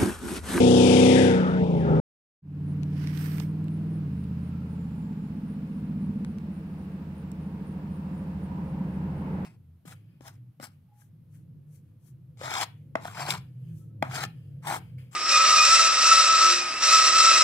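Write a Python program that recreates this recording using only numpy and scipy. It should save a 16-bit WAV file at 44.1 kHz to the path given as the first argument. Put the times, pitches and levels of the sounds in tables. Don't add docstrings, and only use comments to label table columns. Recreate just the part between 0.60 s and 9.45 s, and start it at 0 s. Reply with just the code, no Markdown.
import sys
import numpy as np
from scipy import signal
from scipy.fft import rfft, irfft, next_fast_len
from scipy.io import wavfile
from scipy.ndimage import map_coordinates

SR = 44100
rng = np.random.default_rng(int(sys.argv[2]) if len(sys.argv) > 2 else 0)


def int16_out(signal):
    q = np.round(np.clip(np.atleast_2d(signal).T, -1, 1) * 32767)
    wavfile.write(sys.argv[1], SR, q.astype(np.int16))


N = 390285
T = np.arange(N) / SR
TOP_HZ = 15750

# t/s, f/Hz
NEAR_CYCLE_HZ = [(0, 31.06), (.2, 31.16), (.6, 32.16), (.76, 30.96), (1.02, 30.07), (1.25, 27.19),
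                 (1.4, 26.31)]
FAR_CYCLE_HZ = [(1.8, 18.34), (2.4, 18.71), (3.36, 20.34), (3.55, 16.79), (4.1, 16.63), (4.45, 15.46),
                (5.55, 15.06), (5.98, 13.71), (6.7, 13.4), (7.1, 13.46), (8.85, 13.07)]
# cycle order (rounded in use), level/dB on throttle, level/dB lifted
NEAR_ORDERS_DB = [(2, -29, -29.5), (3, -14.5, -19), (4, -11, -21.5), (5, -18, -8.5), (6.01, -7.5, -1),
                  (7, -19, -15.5), (8, 0, -14.5), (9, -14.5, -12.5), (10, -12.5, -24), (11, -12.5, -18),
                  (11.87, -8.5, -19.5), (13, -17, -20.5), (14.1, -10, -34), (15, -4.5, -9),
                  (16, -10.5, -29.5), (17.2, -11.5, -20.5), (18, -18, -25.5), (19, -23.5, -31),
                  (20, -34.5, -43), (21, -24.5, -21), (22, -31, -38.5), (23, -16.5, -31), (24, -22, -38.5),
                  (25, -28.5, -31.5), (26, -30, -26.5), (27, -24.5, -33.5), (28, -45.5, -24),
                  (29, -24, -24.5), (30, -56, -35)]
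# cycle order, then level/dB pulling, easing, cruising, idling
FAR_ORDERS_DB = [(3, -27.5, -19, -21.5, -30), (4, -25, -24.5, -30, -21), (5, -8.5, -2, -11.5, -12),
                 (6, -21, -32, -9.5, -6.5), (7, -15, -20.5, -17, -16.5), (8, 1.5, -2, -9.5, -15),
                 (9, -38.5, -11, -30, -34), (10, -5.5, 0.5, 0, -25), (11, -17.5, -2, 0, -4.5),
                 (12, -24.5, -4, -10.5, -1.5), (13, -18, -7.5, 5, -6.5), (14, -22.5, -12.5, -2.5, 1.5),
                 (15, -18, -21.5, -3, -5.5), (16, -17.5, -14, -2, -7), (17, -29, -18.5, -37, -29),
                 (18, -40, -19, -31, -15.5), (19, -45.5, -31.5, -8, -34), (20, -29.5, -37, -26, -17),
                 (21, -49.5, -39, -26, -15), (22, -48, -27.5, -42, -32), (23, -35, -38, -28.5, -15.5),
                 (24, -44, -31, -45, -18.5)]
# t/s, boost/dB, half length/s
OVERRUN_SURGES = [(1.032, 3, 0.014), (1.154, 3, 0.014), (1.341, 5, .07)]
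# t/s, level/dB
FAR_ENVELOPE_DB = [(2.05, -28.5), (3.3, -30), (4.2, -33.5), (5.1, -34.5), (5.52, -30.5), (5.95, -37),
                   (6.7, -37), (7.6, -35), (8.4, -31.5)]
# t/s, f/Hz
HOLLOW_EDGE_HZ = [(0, 1960), (.12, 2700), (.28, 2165), (.47, 2000), (.56, 1570), (.88, 1075), (.98, 1330),
                  (1.05, 2250), (1.18, 1960), (1.27, 1130)]
# f/Hz, left over right/dB
PORT_SHADE_DB = [(100, 0), (250, 1.6), (700, 2.8)]
# f/Hz, lead/rad
PORT_LEAD_RAD = [(30, .2), (80, .45), (250, .85), (470, 1.4), (950, 1.9), (4000, 5)]
# t/s, half length/s, f/Hz, level/dB
TREAD_TONES = [(4.002, 0.23, 1350, -64), (4.4, .7, 860, -61.5), (7.4, 0.46, 943, -58),
               (7.967, 0.076, 960, -50.5)]
# f/Hz, relative density/dB
NEAR_PIPE_DB = [(35, -43.5), (70, -13), (120, -9.5), (170, 0), (240, -7), (330, -18.5), (430, -4.5),
                (560, -9.5), (650, -21.5), (900, -13), (1200, -57.5), (3000, -75.5)]
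GAS_JET_DB = [(900, -11), (1200, 6), (1600, 3.5), (2800, 0.5), (3650, 1.5), (4000, -8), (5300, -4.5),
              (6500, -8.5), (10200, -13), (11300, -29), (13000, -59)]
NEAR_TYRES_DB = [(300, -21.5), (700, -6), (1000, 3), (1300, 6), (1700, -1.5), (2300, -17), (4000, -24.5),
                 (7000, -44), (12000, -54.5)]
FAR_PIPE_DB = [(25, -37), (50, -28), (78, -6), (115, -11), (175, 1), (230, -8.5), (310, -17), (380, -20),
               (470, -28.5), (650, -40), (1500, -66)]
FAR_TYRES_DB = [(150, 0.5), (440, 4), (660, 1), (950, -2), (1200, -5), (1450, -7.5), (1900, -10.5),
                (2800, -18.5), (5000, -39.5), (10000, -66)]
TREAD_RING_DB = [(600, -34.5), (820, -1), (950, 0.5), (1080, -10), (1200, -16), (1600, -51)]
SCRAPE_DB = [(400, -27), (800, -8), (1650, 1.5), (2700, -3), (3800, -10.5), (5400, -6.5), (7000, -18.5),
             (9000, -16.5), (15000, -19)]
SIZZLE_DB = [(4000, -27), (7400, -9), (8600, 1.5), (10100, -15), (11500, 0.5), (14000, 1), (15500, -2.5)]
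BREEZE_DB = [(590, -16.5), (1000, -3), (1680, -4), (1820, -8.5), (2680, -7), (3260, -13.5), (5150, -17),
             (6190, -23.5), (7700, -22.5), (9360, -23), (10500, -25.5), (15000, -19.5), (15500, -20.5)]
# f/Hz, left-right correlation
COHERENCE = [(60, 0.94), (180, 0.61), (550, 0.93), (1650, -0.15), (4970, 0.07), (15000, -0.17)]
# t/s, peak before panning/dB, nominal band top/Hz, left over right/dB
TICK_EVENTS = [(2.233, -32, 4000, 8), (2.473, -29.5, 3500, -7), (2.575, -31.5, 6000, -9),
               (2.783, -31, 3500, -9), (2.8, -29, 5000, -11), (2.803, -30, 1500, -7),
               (3.043, -49, 13000, -11), (3.083, -42, 3000, -12), (3.641, -44, 4000, -4),
               (4.53, -46, 3000, -4), (5.074, -52, 891, 0), (5.648, -32.5, 2600, -1),
               (5.785, -41, 2600, -5), (6.717, -40.5, 11600, -6), (7.959, -44, 990, 0)]
# start/s, end/s, period/s, level/dB
CHIRP_BOUTS = [(.87, 1.3, 0.28, -72.5), (2.054, 3.2, 0.26, -75.5), (3.306, 6.3, .2605, -75.5),
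               (6.548, 8.8, 0.25, -76.5)]
# start/s, end/s, level/dB
TRILL_BOUTS = [(4.118, 4.72, -80), (7.45, 7.68, -83)]


def near_car(pass_s=.35, pass_width_s=.29, lift_s=.75, lift_width_s=.051):
    angle = crank_rad(NEAR_CYCLE_HZ, beat_s=.016)
    lift = .5 + .5 * np.tanh((T - lift_s) / (2 * lift_width_s))
    closeness = 1 / np.hypot(1, (T - pass_s) / pass_width_s)
    pipe_db = -15 - 8.5 * lift + sum(db * swell(s, half_s) for s, db, half_s in OVERRUN_SURGES)
    tone = exhaust(angle, NEAR_ORDERS_DB, lift, spread_rad=np.pi / 8, smear_rad=.8,
                   flutter_db=.8 + lift, stumble_rad=.1 + .4 * lift)
    burble = amp(-15 + 10 * lift) * noise(NEAR_PIPE_DB) * firing(angle, depth=.16)
    pipe = amp(pipe_db) * (tone + burble) / np.hypot(1, lift / 2)
    tyres = amp(-32.5) * closeness * (noise(NEAR_TYRES_DB) + amp(-4.5) * wide(NEAR_TYRES_DB))
    direct = filtered(pipe + hollowed(tyres, depth_db=13.5, lower_hz=1040, rim_db=4.5), near_ports)
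    hiss = closeness * gas_jet(angle, lift)
    tree_scatter = amp(pipe_db - 20) * wide(NEAR_PIPE_DB)
    return direct + tree_scatter + hollowed(hiss, depth_db=15, lower_hz=950, rim_db=-1)


def far_car(arrival_s=9.68, right_lead_s=9e-5):
    angle = crank_rad(FAR_CYCLE_HZ, beat_s=1.807)
    cycle_hz = curve(FAR_CYCLE_HZ)
    state = np.interp(cycle_hz, [13.7, 15.1, 16.6, 18.6], [3, 2, 1, 0])
    smear_rad = np.interp(state, [0, 1, 2, 3], [2.4, 1.4, 1.3, 1.7])
    tone = amp(.17 * state * wobble(14)) * exhaust(
        angle, FAR_ORDERS_DB, state, spread_rad=0, smear_rad=smear_rad,
        flutter_db=.23, stumble_rad=.051 * state)
    burble = amp(-15 + 2.8 * state) * noise(FAR_PIPE_DB) * firing(angle, depth=.32)
    tree_scatter = amp(-19) * wide(FAR_PIPE_DB)
    pipe = amp(curve(FAR_ENVELOPE_DB)) * (tone + burble + tree_scatter)
    closeness = 1 / np.maximum(arrival_s - T, .5)
    car = pipe + road_noise(closeness, cycle_hz) + whine_and_hum(closeness)
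    delay_s = right_lead_s * np.array([[.5], [-.5]])
    return filtered(car, lambda hz: np.exp(-2j * np.pi * hz * delay_s)) * pan(-.7)


def crank_rad(speed, beat_s):
    cycles = np.cumsum(curve(speed)) / SR
    return 2 * np.pi * (cycles - np.interp(beat_s, T, cycles))


def exhaust(angle, orders, state, spread_rad, smear_rad, flutter_db, stumble_rad):
    tone, power = 0, 0
    for order, *levels_db in orders:
        gain = amp(np.interp(state, np.arange(len(levels_db)), levels_db))
        phase = smear_rad * (rng.uniform(-1, 1) + .3 * wobble(2))
        phase += stumble_rad * order / 10 * wobble(22)
        phase -= spread_rad * round(order) ** 2
        tone += gain * amp(flutter_db * wobble(9.8)) * np.cos(round(order) * angle + phase)
        power += gain ** 2 / 2
    return tone / np.sqrt(power)


def firing(angle, depth):
    return unit(np.exp(depth * (np.cos(angle) + np.cos(4 * angle))))


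def gas_jet(angle, lift):
    bright = wide(GAS_JET_DB) * firing(angle, depth=.087)
    dull = filtered(bright, lambda hz: amp(10) / np.hypot(1, hz / 2000))
    return amp(-36.5 - 19.5 * lift) * ((1 - lift) * bright + lift * dull) * pan(29.2)


def hollowed(x, depth_db, lower_hz, rim_db, rim_hz=150):
    hz, s, spectra = signal.stft(x, SR, nperseg=512)
    hz = hz[:, None]
    edge_hz = np.interp(s, *np.transpose(HOLLOW_EDGE_HZ))
    inside = np.clip((hz - lower_hz) / 150 + .5, 0, 1) * np.clip((edge_hz - hz) / 200 + .5, 0, 1)
    rim = np.exp(-((hz - edge_hz) / rim_hz - 1) ** 2)
    return signal.istft(spectra * amp(rim_db * rim - depth_db * inside), SR, nperseg=512)[1][..., :N]


def near_ports(hz):
    sides = np.array([[.5], [-.5]])
    return amp(sides * along(PORT_SHADE_DB, hz)) * np.exp(1j * sides * along(PORT_LEAD_RAD, hz))


def road_noise(closeness, cycle_hz, rush_db_per_hz=4, murmur_db=-60):
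    rush = amp(-57 - rush_db_per_hz * (cycle_hz.max() - cycle_hz))
    level = np.sqrt((amp(-46) * closeness) ** 2 + amp(murmur_db) ** 2 + rush ** 2)
    roar = level * amp(.67 * wobble(8)) * wide(FAR_TYRES_DB)
    tread = amp(-51 + 2 * wobble(12)) * closeness ** 1.39 * wide(TREAD_RING_DB)
    songs = sum(amp(db) * swell(s, half_s) * narrow(hz, width_hz=62) for s, half_s, hz, db in TREAD_TONES)
    return roar + tread + songs


def whine_and_hum(closeness, whine_hz=525.5, hum_hz=444):
    level = amp(-54 + 2.9 * wobble(5)) * closeness
    whine = level * np.sin(2 * np.pi * whine_hz * T + .8 * wobble(4.8))
    return whine + amp(-61) * narrow(hum_hz, width_hz=24)[0]


def brushing():
    grain = amp(.61 * wobble(45) + 1.3 * wobble(250))
    scrape = amp(-53) * stroke(full_s=2.415) * wide(SCRAPE_DB) * pan(-7.5)
    sizzle = amp(-56) * stroke(full_s=2.59) * wide(SIZZLE_DB) * pan(-11)
    press_db = 4 * swell(at_s=2.64, half_s=.085)
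    return grain * amp(press_db) * (scrape + sizzle)


def stroke(full_s, end_s=2.82, rise_db_per_s=126, fall_db_per_s=300):
    return amp(-rise_db_per_s * np.maximum(full_s - T, 0) - fall_db_per_s * np.maximum(T - end_s, 0))


def ticks(t60_s=.0057):
    out = np.zeros((2, N))
    t = np.arange(SR // 20) / SR
    for s, db, hz, left_db in TICK_EVENTS:
        band = signal.butter(1, [hz / 3, min(hz * .95, TOP_HZ)], "band", fs=SR)
        tick = signal.lfilter(*band, rng.standard_normal((2, len(t))) * amp(-60 * t / t60_s))
        out[:, round(s * SR):][:, :len(t)] += amp(db) * pan(left_db) * tick / np.abs(tick).max()
    return out


def breeze():
    return amp(-61.5 + .74 * wobble(1.57)) * wide(BREEZE_DB) * pan(-1)


def insect_chirps(pitch_hz=9400, width_hz=220, stroke_hz=105, length_s=.089, scatter_db=2):
    song = np.zeros(N)
    t = np.arange(int(length_s * SR)) / SR
    chirp = unit(np.abs(np.sin(np.pi * t / length_s)) ** .5 * np.sin(np.pi * stroke_hz * t) ** 2)
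    for start_s, end_s, period_s, db in CHIRP_BOUTS:
        for s in np.arange(start_s, min(end_s, T[-1] - length_s), period_s):
            song[round(s * SR):][:len(t)] += amp(db + scatter_db * rng.standard_normal()) * chirp
    far_chorus = amp(-82.5 + 3.5 * wobble(12))
    return (song + far_chorus) * narrow(pitch_hz, width_hz) * pan(2.3)


def insect_trills(pitch_hz=7250, width_hz=350, ramp_s=.034):
    level = sum(amp(db) * np.clip(np.minimum(T - start_s, end_s - T) / ramp_s, 0, 1)
                for start_s, end_s, db in TRILL_BOUTS)
    rasp = filtered(rng.standard_normal((2, N)), lambda hz: 1 / (1 + ((hz - pitch_hz) / width_hz) ** 4))
    return level * amp(2 * wobble(40)) * unit(rasp)


def amp(db):
    return 10 ** (np.asarray(db) / 20)


def unit(x):
    return x / np.sqrt(np.mean(x ** 2) + 1e-20)


def pan(left_db):
    return amp([[left_db / 2], [-left_db / 2]])


def along(points, hz):
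    knots_hz, values = np.transpose(points)
    return np.interp(np.log(hz + 1), np.log(knots_hz + 1), values)


def curve(points):
    return np.interp(T, *np.transpose(points))


def swell(at_s, half_s):
    return np.exp(-((T - at_s) / half_s) ** 2)


def wobble(knots_per_s):
    coarse_s = T[::64]
    spline = map_coordinates(rng.standard_normal(1024), [coarse_s * knots_per_s], mode="wrap")
    return np.interp(T, coarse_s, spline)


def filtered(x, response):
    size = next_fast_len(N + SR // 2)
    return irfft(rfft(x, size) * response(np.fft.rfftfreq(size, 1 / SR)), size)[..., :N]


def noise(spectrum):
    return unit(filtered(rng.standard_normal(N), lambda hz: amp(along(spectrum, hz))))


def wide(spectrum):
    def mid_side(hz):
        turn_rad = np.arccos(np.clip(along(COHERENCE, hz), -1, 1)) / 2
        return amp(along(spectrum, hz)) * [np.cos(turn_rad), np.sin(turn_rad)]
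    mid, side = filtered(rng.standard_normal((2, N)), mid_side)
    return unit(np.array([mid + side, mid - side]))


def narrow(pitch_hz, width_hz):
    white = rng.standard_normal((2, N))
    return unit(filtered(white, lambda hz: 1 / (1 + ((hz - pitch_hz) / width_hz) ** 2)))


def scene(stop_s=1.401, resume_s=1.82):
    near_gate = np.clip((stop_s - T) / .002, 0, 1) * np.clip(T / .003, 0, 1)
    far_gate = np.clip((T - resume_s) / .29, 0, 1) ** .91
    chirps = insect_chirps()
    near = near_car() + chirps
    far = far_car() + breeze() + chirps + insect_trills() + brushing() + ticks()
    return near_gate * near + far_gate * far


def record(dry):
    return filtered(dry, lambda hz: 1 / (1 + (hz / TOP_HZ) ** 200))


dry = scene()
out = record(dry)
int16_out(out)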